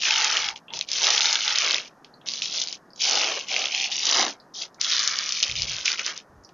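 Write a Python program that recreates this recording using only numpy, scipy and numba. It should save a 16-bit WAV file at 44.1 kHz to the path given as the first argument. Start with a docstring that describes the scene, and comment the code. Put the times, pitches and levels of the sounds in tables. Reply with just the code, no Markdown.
"""A long, stiff shawl crackles as it is gathered, draped and smoothed close to a small microphone.
Its creases buckle in showers of tiny ticks, and now and then a single fold gives way with a snap.
Layers of cloth slide over each other with a swish, and the air under the folds rings hollowly.
The swinging hem pushes a little air against the microphone. Behind it all is a quiet room."""
import sys
import numpy as np
from scipy import signal
from scipy.fft import rfft, irfft, next_fast_len
from scipy.io import wavfile
from scipy.ndimage import uniform_filter1d, minimum_filter1d, map_coordinates
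from numba import njit

SR = 44100
rng = np.random.default_rng(int(sys.argv[2]) if len(sys.argv) > 2 else 0)


def log_audio(samples):
    """Write samples as a 16-bit WAV file to the path given in sys.argv[1]."""
    # one column per channel
    frames = np.atleast_2d(samples).T
    # limit to full scale, then quantise
    limited = np.clip(frames, -1, 1)
    pcm = np.round(limited * 32767).astype(np.int16)
    wavfile.write(sys.argv[1], SR, pcm)


N = 287973
TIME = np.arange(N) / SR


def gain(db):
    """Turn decibels into a number to multiply a sound by."""
    return 10 ** (np.asarray(db) / 20)


def unit(x):
    """Scale a signal so that its average level (rms) is 1."""
    return x / np.sqrt(np.mean(x ** 2))


def steady(x, span_s=0.095):
    """Even out the level to 1, keeping the fine grain of the sound."""
    return x / np.sqrt(uniform_filter1d(x ** 2, int(span_s * SR)) + 1e-9)


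def colour(x, tone):
    """Shape lows and highs along a curve of (frequency [Hz], level [dB]), then scale to level 1."""
    hz, db = np.transpose(tone)
    size = 2 * next_fast_len(N)
    freqs = np.maximum(np.arange(size // 2 + 1) * SR / size, 1)
    curve = gain(np.interp(np.log(freqs), np.log(hz), db))
    return unit(irfft(rfft(x, size) * curve)[:N])


def noise_band(samples, low_hz, high_hz):
    """Noise between two frequencies, at level 1."""
    bandpass = signal.butter(4, [low_hz, max(high_hz, 1.1 * low_hz)], "band", fs=SR, output="sos")
    return unit(signal.sosfilt(bandpass, rng.standard_normal(samples)))


def wander(steps_per_s):
    """A value that glides at random around zero, typically by about 1."""
    steps = rng.standard_normal(N)
    return unit(np.interp(TIME * steps_per_s, np.arange(N), steps))


def hand_stroke(start, end, rise_s, fade_s, change_db=0, abruptness=1.444):
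    """Strength of one hand movement: it gathers speed, carries on, then the cloth settles."""
    rise = np.clip((TIME - start) / rise_s, 0, 1)
    hold = gain(np.interp(TIME, [start, end], [0, change_db]))
    settle = np.exp(-(np.maximum(TIME - end, 0) / fade_s) ** abruptness)
    return rise * hold * settle


@njit
def ticks(start, hz, cycles, size):
    """Each tick is a tiny tone that fades to about a third in the given number of cycles."""
    out = np.zeros(N)
    for k in range(len(start)):
        first, life = int(start[k] * SR), cycles[k] * SR / hz[k]
        swing = size[k] + 0j
        turn_and_shrink = np.exp(2j * np.pi * hz[k] / SR - 1 / life)
        for i in range(max(first, 0), min(first + int(7 * life), N)):
            out[i] += swing.imag
            swing *= turn_and_shrink
    return out


def tick_shower(count, low_hz, high_hz, cycles, spread_db):
    """Ticks at random times, each with its own pitch, length and size; overall level 1."""
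    when, pitch, length, side = rng.random((count, 4)).T
    size = gain(spread_db * np.minimum(rng.standard_normal(count), 2.15)) * np.sign(side - .5)
    hz = low_hz * (high_hz / low_hz) ** pitch
    return unit(ticks(when * N / SR, hz, cycles * (.5 + length), size))


# Tone of the quiet room: (frequency [Hz], relative level [dB])
ROOM_TONE = [(20, -13.5), (70, -15.5), (170, 1.5), (300, 0), (480, -2), (750, -1.5), (1100, -3.5),
             (1900, -10.5), (2050, -21.5), (3200, -31.5), (4200, -30.5), (5200, -24.5), (6500, -25.5),
             (9000, -46)]

def room(level_db=-54.5):
    """A dull, steady background that wavers a little."""
    return colour(rng.standard_normal(N), ROOM_TONE) * gain(level_db + 0.37 * wander(1.7))


# Puffs of air: (time [s], rough length [s], level [dB], lowest pitch [Hz], highest pitch [Hz])
HEM_PUFFS = [(0.274, 0.27, -61.5, 28.8, 129.5), (0.717, 0.093, -58.5, 92, 204),
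             (2.253, 0.26, -58, 139, 251), (4.188, 0.13, -43, 211.5, 331), (5.486, 0.28, -44, 41.8, 159),
             (6.292, 0.14, -56, 40.1, 127.5)]

def hem_puffs():
    """The swinging hem pushes air at the microphone: soft, low puffs that rise fast and die away."""
    out = np.zeros(N)
    for start, length, db, low_hz, high_hz in HEM_PUFFS:
        corners = start + np.array([0, 0.0077, 0.66 * length, 1.26 * length])
        swell = np.interp(TIME, corners, [0, 0.88, 1, 0])
        out += steady(noise_band(N, low_hz, high_hz), span_s=0.21) * gain(db) * swell
    return out


# Touches in nearly still cloth: (time [s], level [dB], lowest pitch [Hz], highest pitch [Hz])
LIGHT_TOUCHES = [(0.681, -33.5, 2620, 3340), (0.703, -33, 2620, 3700), (2.0452, -40.5, 2160, 5650),
                 (2.138, -43, 4050, 4600), (2.213, -48.5, 2640, 3820), (2.904, -48.5, 4340, 5500),
                 (2.933, -45.5, 4430, 5400), (2.959, -42, 4730, 6900), (4.399, -44, 3950, 5140),
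                 (4.744, -48, 3630, 6700), (6.436, -48, 4760, 6670), (6.447, -40, 4500, 5900),
                 (6.49, -50.5, 2250, 6200)]

def light_touches(rise_s=0.0011, fade_s=0.0016, trail_db=-19, trail_s=0.02):
    """A fold brushes its neighbour: a soft tick with a faint rustle trailing it."""
    t = TIME[:SR // 6]
    fade = np.exp(-t / fade_s) + gain(trail_db) * np.exp(-t / trail_s)
    shape = (1 - np.exp(-t / rise_s)) * fade
    out = np.zeros(N + len(t))
    for start, db, low_hz, high_hz in LIGHT_TOUCHES:
        first = int(start * SR)
        out[first:first + len(t)] += gain(db) * shape / shape.max() * noise_band(len(t), low_hz, high_hz)
    return out[:N]


# Pockets of air that open between the folds: (start [s], end [s], pitch [Hz], level [dB])
AIR_POCKETS = [(0.078, 0.274, 872, -37), (0.31, 0.515, 848, -43), (0.688, 0.754, 900, -47),
               (0.995, 1.338, 875, -40.5), (1.434, 1.514, 865, -42), (1.594, 1.745, 794, -64),
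               (3.056, 3.268, 830, -41), (3.492, 3.626, 727, -41.5), (3.715, 3.894, 769, -46.5),
               (4.12, 4.223, 790, -38.5)]

def air_pockets(width_hz=135):
    """Rubbing makes the air under the folds ring: a hollow sound, with its own pitch for each pocket."""
    lowpass = signal.butter(2, width_hz / 2, fs=SR, output="sos")
    wobble = signal.sosfilt(lowpass, rng.standard_normal(N) + 1j * rng.standard_normal(N))
    out = np.zeros(N)
    for start, end, hz, db in AIR_POCKETS:
        ring = np.real(wobble * np.exp(2j * np.pi * hz * TIME))  # slow noise moved up to the pitch
        out += steady(ring, span_s=0.068) * gain(db) * hand_stroke(start, end, rise_s=0.027, fade_s=0.046)
    return out


# Tone of weave rubbing on weave: (frequency [Hz], relative level [dB])
RUB_TONE = [(700, -36.5), (1050, -14), (1250, -4), (1550, -3.5), (1900, -2.5), (2250, 0), (3000, -40)]
# Tone of large panels of cloth swishing: (frequency [Hz], relative level [dB])
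SWISH_TONE = [(130, -45), (200, -22), (280, -8), (360, -2), (460, -2.5), (560, -2.5), (680, -4.5),
              (850, -7), (1100, -8), (1500, -17.5), (3000, -58)]
# Layers sliding over each other:
# (start [s], end [s], rise [s], fade [s], relative rub level [dB], relative swish level [dB])
CLOTH_SLIDES = [ (.01, .26, 0.068, 0.094, -30, -48.5), (0.287, 0.369, 0.059, 0.044, -28.5, -44),
                (0.414, 0.48, 0.019, 0.033, -34, -58), (.68, 0.754, 0.066, 0.058, -52, -50),
                (0.874, 0.986, 0.074, .03, -44, -53.5), (0.977, 1.104, 0.082, 0.069, -30.5, -40),
                (1.133, 1.356, 0.025, 0.067, -32.5, -49.5), (1.414, 1.61, 0.073, 0.075, -32.5, -52.5),
                (1.595, 1.73, 0.047, 0.069, -35, -43), (2.235, 2.46, .03, 0.093, -54.5, -59),
                (2.486, 2.583, .08, 0.089, -48.5, -51), (3.006, 3.173, 0.13, 0.11, -34.5, -37.5),
                (3.188, 3.33, 0.046, 0.074, -40.5, -39.5), (3.483, 3.644, .04, 0.065, -42, -45),
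                (3.702, 4.018, 0.049, .04, -52, -54.5), (4.008, 4.158, .14, .045, -31.5, -37.5),
                (4.137, 4.223, 0.056, 0.055, -29, -30.5), (4.536, 4.639, 0.09, 0.033, -54, -53.5),
                (4.778, 5.094, 0.15, 0.21, -33.5, -56.5), (5.413, 5.434, 0.0092, 0.1, -43, -51),
                (5.553, 5.677, 0.088, .04, -53, -52.5), (5.682, 5.777, 0.043, 0.047, -43, -56.5),
                (5.834, 5.939, 0.031, 0.023, -36, -54.5), (5.975, 6.005, 0.013, 0.031, -37, -53),
                (6.047, 6.069, 0.024, 0.063, -34, -49.5)]

def sliding_layers(grip, all_rubs_db=-0.5, all_swishes_db=2.45):
    """Weave catches on weave; large panels moving together sound deeper and smoother."""
    rub_power, swish_power = 0, 0
    for start, end, rise_s, fade_s, rub_db, swish_db in CLOTH_SLIDES:
        speed = hand_stroke(start, end, rise_s, fade_s)
        rub_power += (speed * gain(rub_db + all_rubs_db)) ** 2
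        swish_power += (speed * gain(swish_db + all_swishes_db)) ** 2
    catches = tick_shower(count=6000, low_hz=650, high_hz=1920, cycles=1.9, spread_db=1.0)
    rub = colour(catches + gain(11.0) * rng.standard_normal(N), RUB_TONE) * gain(2.1 * grip)
    swish = colour(catches + gain(12.5) * rng.standard_normal(N), SWISH_TONE) * gain(1.8 * grip)
    return steady(rub) * np.sqrt(rub_power) + steady(swish) * np.sqrt(swish_power)


# Single folds that snap: (time [s], relative level [dB], pitch [Hz])
FOLD_SNAPS = [(0.0536, -5.5, 2760), (0.108, -2, 2660), (0.1601, -6, 3020), (0.2447, -1, 6170),
              (0.3531, -11, 3130), (0.3691, -4, 3300), (0.3749, -6.5, 3100), (0.4432, -12.5, 3230),
              (0.487, -7.5, 3330), (0.736, -15, 3240), (0.7902, -13, 5420), (0.8109, -6.5, 3800),
              (0.8879, -15.5, 3720), (0.9162, -9, 5040), (0.9313, -10, 5470), (1.0685, 10, 3640),
              (1.0864, -11, 3470), (1.1029, -7, 3640), (1.1781, -1.5, 3550), (1.2067, 7, 3600),
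              (1.2561, -1.5, 4300), (1.328, -4.5, 5450), (1.355, 0, 3500), (1.4785, -4.5, 3720),
              (1.5564, -7, 4100), (1.585, -3, 5340), (1.709, -5, 4080), (1.7438, -3, 3660),
              (1.7818, -9.5, 2660), (2.2865, -9.5, 4330), (2.3363, -12.5, 4770), (2.4197, -9, 3200),
              (2.4575, -11.5, 3740), (2.6158, -12.5, 4210), (2.6727, -15, 4450), (2.685, -15.5, 4370),
              (2.7266, -14, 5300), (3.009, -12, 3350), (3.0346, -12, 3230), (3.234, -7, 3070),
              (3.5635, -6, 2480), (3.656, -7, 3380), (3.7475, -6.5, 2870), (3.8, -9, 3480),
              (3.916, -14, 2900), (4.0922, -8, 3880), (4.813, -3.5, 5500), (4.8456, -8, 4060),
              (4.9929, -7, 4670), (5.0757, 0.5, 5650), (5.1878, -6.5, 5150), (5.291, -10, 5360),
              (5.3224, -7, 5600), (5.4272, 0.5, 5560), (5.4304, -6, 3040), (5.4969, -13, 2550),
              (5.5133, -11.5, 3870), (5.5543, -13, 3080), (5.62, -6, 5030), (5.8572, -4, 5750),
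              (5.8786, 2, 2480), (5.917, -9.5, 4920), (5.9929, -10.5, 2470), (6.0632, -8.5, 5700),
              (6.078, -12, 2300), (6.1765, -16.5, 5800)]

def fold_snaps(boost_db=3.5, crack_hz=4900, crack_cycles=0.71, crack_db=-1,
               tick_cycles=1.6, step_s=0.0006, step_db=-5, spread_octaves=0.57):
    """A fold gives way with a crack and a quick run of four shrinking ticks."""
    when, db, hz = np.transpose(FOLD_SNAPS)
    start = when + 0.00045  # about half a millisecond after the listed time
    each = np.ones(len(when))
    size = np.minimum(gain(db + boost_db), 1.2)  # cap the loudness of the biggest snaps
    out = ticks(start, crack_hz * each, crack_cycles * each, size * gain(crack_db))
    for k in range(4):
        delay, detune = rng.random((len(when), 2)).T
        at = start + step_s * k * (.6 + 0.74 * delay)
        pitch = hz * 2 ** ((detune - .5) * min(k, 1) * spread_octaves)
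        swing, cycles = size * gain(k * step_db), tick_cycles * each
        # taking away a shorter tick makes each one swell for about a cycle
        out += ticks(at, pitch, cycles, swing) - ticks(at, pitch, cycles / 3, swing)
    # a small fold gives off little bass
    return signal.sosfilt(signal.butter(4, 2100, "high", fs=SR, output="sos"), out)


def dip_before_snaps(length_s=0.0182, depth_db=-2.5):
    """The crackle gets a little quieter while a fold tenses up to snap."""
    db = np.zeros(N)
    for when, _, _ in FOLD_SNAPS:
        dip = np.interp(TIME, [when - length_s, when - length_s / 4, when], [0, depth_db, 0])
        db = np.minimum(db, dip)
    return gain(db)


# Tone of fine creases: (frequency [Hz], relative level [dB])
FINE_CREASE_TONE = [(2000, -48.5), (2700, -22.5), (3200, -0.5), (3700, 4), (4500, 4.5), (5400, 7.5),
                    (6300, 7), (7200, -6.5), (10000, -21.5)]
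# Tone of wide creases: (frequency [Hz], relative level [dB])
WIDE_CREASE_TONE = [(1450, -46.5), (1850, -8.5), (2150, -0.5), (2650, 2), (3200, 1.5), (3700, -26),
                    (5000, -35)]
# Handfuls of cloth being crumpled: (start [s], end [s], rise [s], fade [s], relative level [dB],
# level change by the end [dB], wide creases compared with fine ones [dB])
HANDFULS = [ (-.005, 0.256, 0.044, 0.048, -23.5, -1, -4), (0.265, 0.487, 0.053, 0.027, -22.5, -9, -4.5),
            (0.554, 0.559, 0.0081, .018, -40, 0, -0.5), (0.723, 0.769, 0.014, 0.024, -39, 6.5, -9.5),
            (0.784, 0.816, 0.027, 0.022, -40.5, 3.5, -2), (0.866, 0.987, 0.092, 0.046, -25.5, -0.5, -9.5),
            (0.996, 1.192, 0.047, 0.0096, -18.5, -5, -7), (1.206, 1.351, 0.0089, 0.039, -21.5, -3.5, -7.5),
            (1.375, 1.532, 0.023, 0.019, -28.5, 3, -4.5), (1.548, 1.734, .006, 0.058, -25.5, -0.5, -2),
            (1.84, 1.882, .02, 0.006, -44.5, -4, -1), (2.256, 2.39, 0.019, .035, -31, -3, -11),
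            (2.418, 2.463, 0.0042, 0.039, -26, -4.5, -10), (2.471, 2.615, 0.08, 0.036, -29, 3, -12.5),
            (2.664, 2.744, 0.014, 0.019, -39, 0, -7.5), (2.947, 3.02, 0.042, .01, -48, 5, -16),
            (2.991, 3.176, 0.032, 0.054, -21.5, -1.5, -8.5),
            (3.17, 3.401, 0.052, 0.038, -23.5, -11.5, -0.5), (3.462, 3.652, 0.057, 0.051, -28, -1.5, -1),
            (3.688, 3.851, 0.042, 0.03, -31, 3.5, 0), (3.899, 4.057, 0.013, .03, -27.5, -1, -7.5),
            (4.021, 4.21, 0.046, 0.029, -22.5, 1.5, -10.5), (4.207, 4.297, 0.012, 0.027, -25.5, -8.5, -7),
            (4.537, 4.598, 0.008, .02, -37.5, 4, -30), (4.605, 4.621, 0.012, 0.026, -29.5, 0, -10),
            (4.795, 4.845, 0.018, 0.034, -32.5, 7, -12), (4.856, 5.098, 0.066, 0.081, -19.5, -8, -11.5),
            (5.125, 5.406, 0.035, 0.019, -32.5, 4, -7.5), (5.424, 5.428, 0.0068, .018, -22.5, 4.5, -7),
            (5.442, 5.503, 0.025, 0.052, -30, -3, -3.5), (5.547, 5.641, .02, 0.018, -29, -0.5, -5.5),
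            (5.668, 5.816, 0.0053, 0.032, -29, -6, -6), (5.844, 5.926, 0.013, .032, -22, -6.5, -5.5),
            (5.971, 5.986, 0.016, 0.035, -31, 1, 0), (6.025, 6.076, 0.028, 0.044, -30.5, 0, -6),
            (6.155, 6.188, 0.0057, 0.022, -38, -6.5, -3.5)]

def crackling_creases(grip, overall_db=-0.44):
    """Each crumpled handful sets off a shower of buckling creases; wide ones add the lower ticks."""
    creases = tick_shower(count=7500, low_hz=2300, high_hz=6800, cycles=1.4, spread_db=5.6)
    thread_hiss = gain(-1) * rng.standard_normal(N)
    rustle = (creases + thread_hiss) * gain(0.55 * grip)
    fine = steady(colour(rustle, FINE_CREASE_TONE), span_s=.025)
    wide = steady(colour(rustle, WIDE_CREASE_TONE), span_s=.025)
    fine_power, wide_power = 0, 0
    for start, end, rise_s, fade_s, db, change_db, wide_db in HANDFULS:
        strength = hand_stroke(start, end, rise_s, fade_s, change_db) * gain(db + overall_db)
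        fine_power += strength ** 2
        wide_power += (strength * gain(wide_db)) ** 2
    return dip_before_snaps() * (fine * np.sqrt(fine_power) + wide * np.sqrt(wide_power))


def with_body_echo(cloth, delay_s=0.001574, drift=.16):
    """The body behind the cloth throws the sound back; the shifting path keeps changing the tone."""
    lag_s = delay_s * (1 + drift * wander(4))
    echo = map_coordinates(cloth, [np.arange(N) - lag_s * SR], order=3)
    return .95 * (cloth + .28 * echo)


def treble_width(cloth, above_hz=4200):
    """A faint, flickering stereo width in the treble: added in one ear, taken away in the other."""
    flicker = gain(-8.5) * cloth * np.tanh(2 * wander(500))
    highpass = signal.cheby1(10, .2, above_hz, "high", fs=SR, output="sos")
    return signal.sosfiltfilt(highpass, flicker) * np.array([[1], [-1]])


def scene():
    """The shawl moves straight ahead of the microphone in the quiet room."""
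    grip = unit(1.1 * wander(80) + wander(350))  # the cloth sticks and slips in uneven steps
    rustle = with_body_echo(crackling_creases(grip) + sliding_layers(grip))
    cloth = rustle + air_pockets() + fold_snaps() + light_touches()
    return cloth + hem_puffs() + room() + treble_width(cloth)


def record(dry, top_hz=7000, ceiling=.95, overload=0.032, mirror_hz=16000, mirror_db=-51, hiss_db=-76):
    """A small microphone loses the top treble, hisses faintly, and limits and bends the loudest snaps."""
    narrow = signal.sosfilt(signal.ellip(7, .3, 48, top_hz, fs=SR, output="sos"), dry)
    turn_down = ceiling / np.maximum(np.abs(narrow).max(axis=0), ceiling)
    limited = narrow * uniform_filter1d(minimum_filter1d(turn_down, size=61), size=61)
    bent = limited - overload * limited ** 3
    # a faint mirror image of the sound lands above top_hz
    mirror = gain(mirror_db) * limited * np.cos(2 * np.pi * mirror_hz * TIME)
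    hiss = gain(hiss_db) * rng.standard_normal(N)
    lowpass = signal.ellip(8, .2, 70, 13000, fs=SR, output="sos")
    return signal.sosfilt(lowpass, bent + mirror + hiss)


dry = scene()
out = record(dry)
log_audio(out)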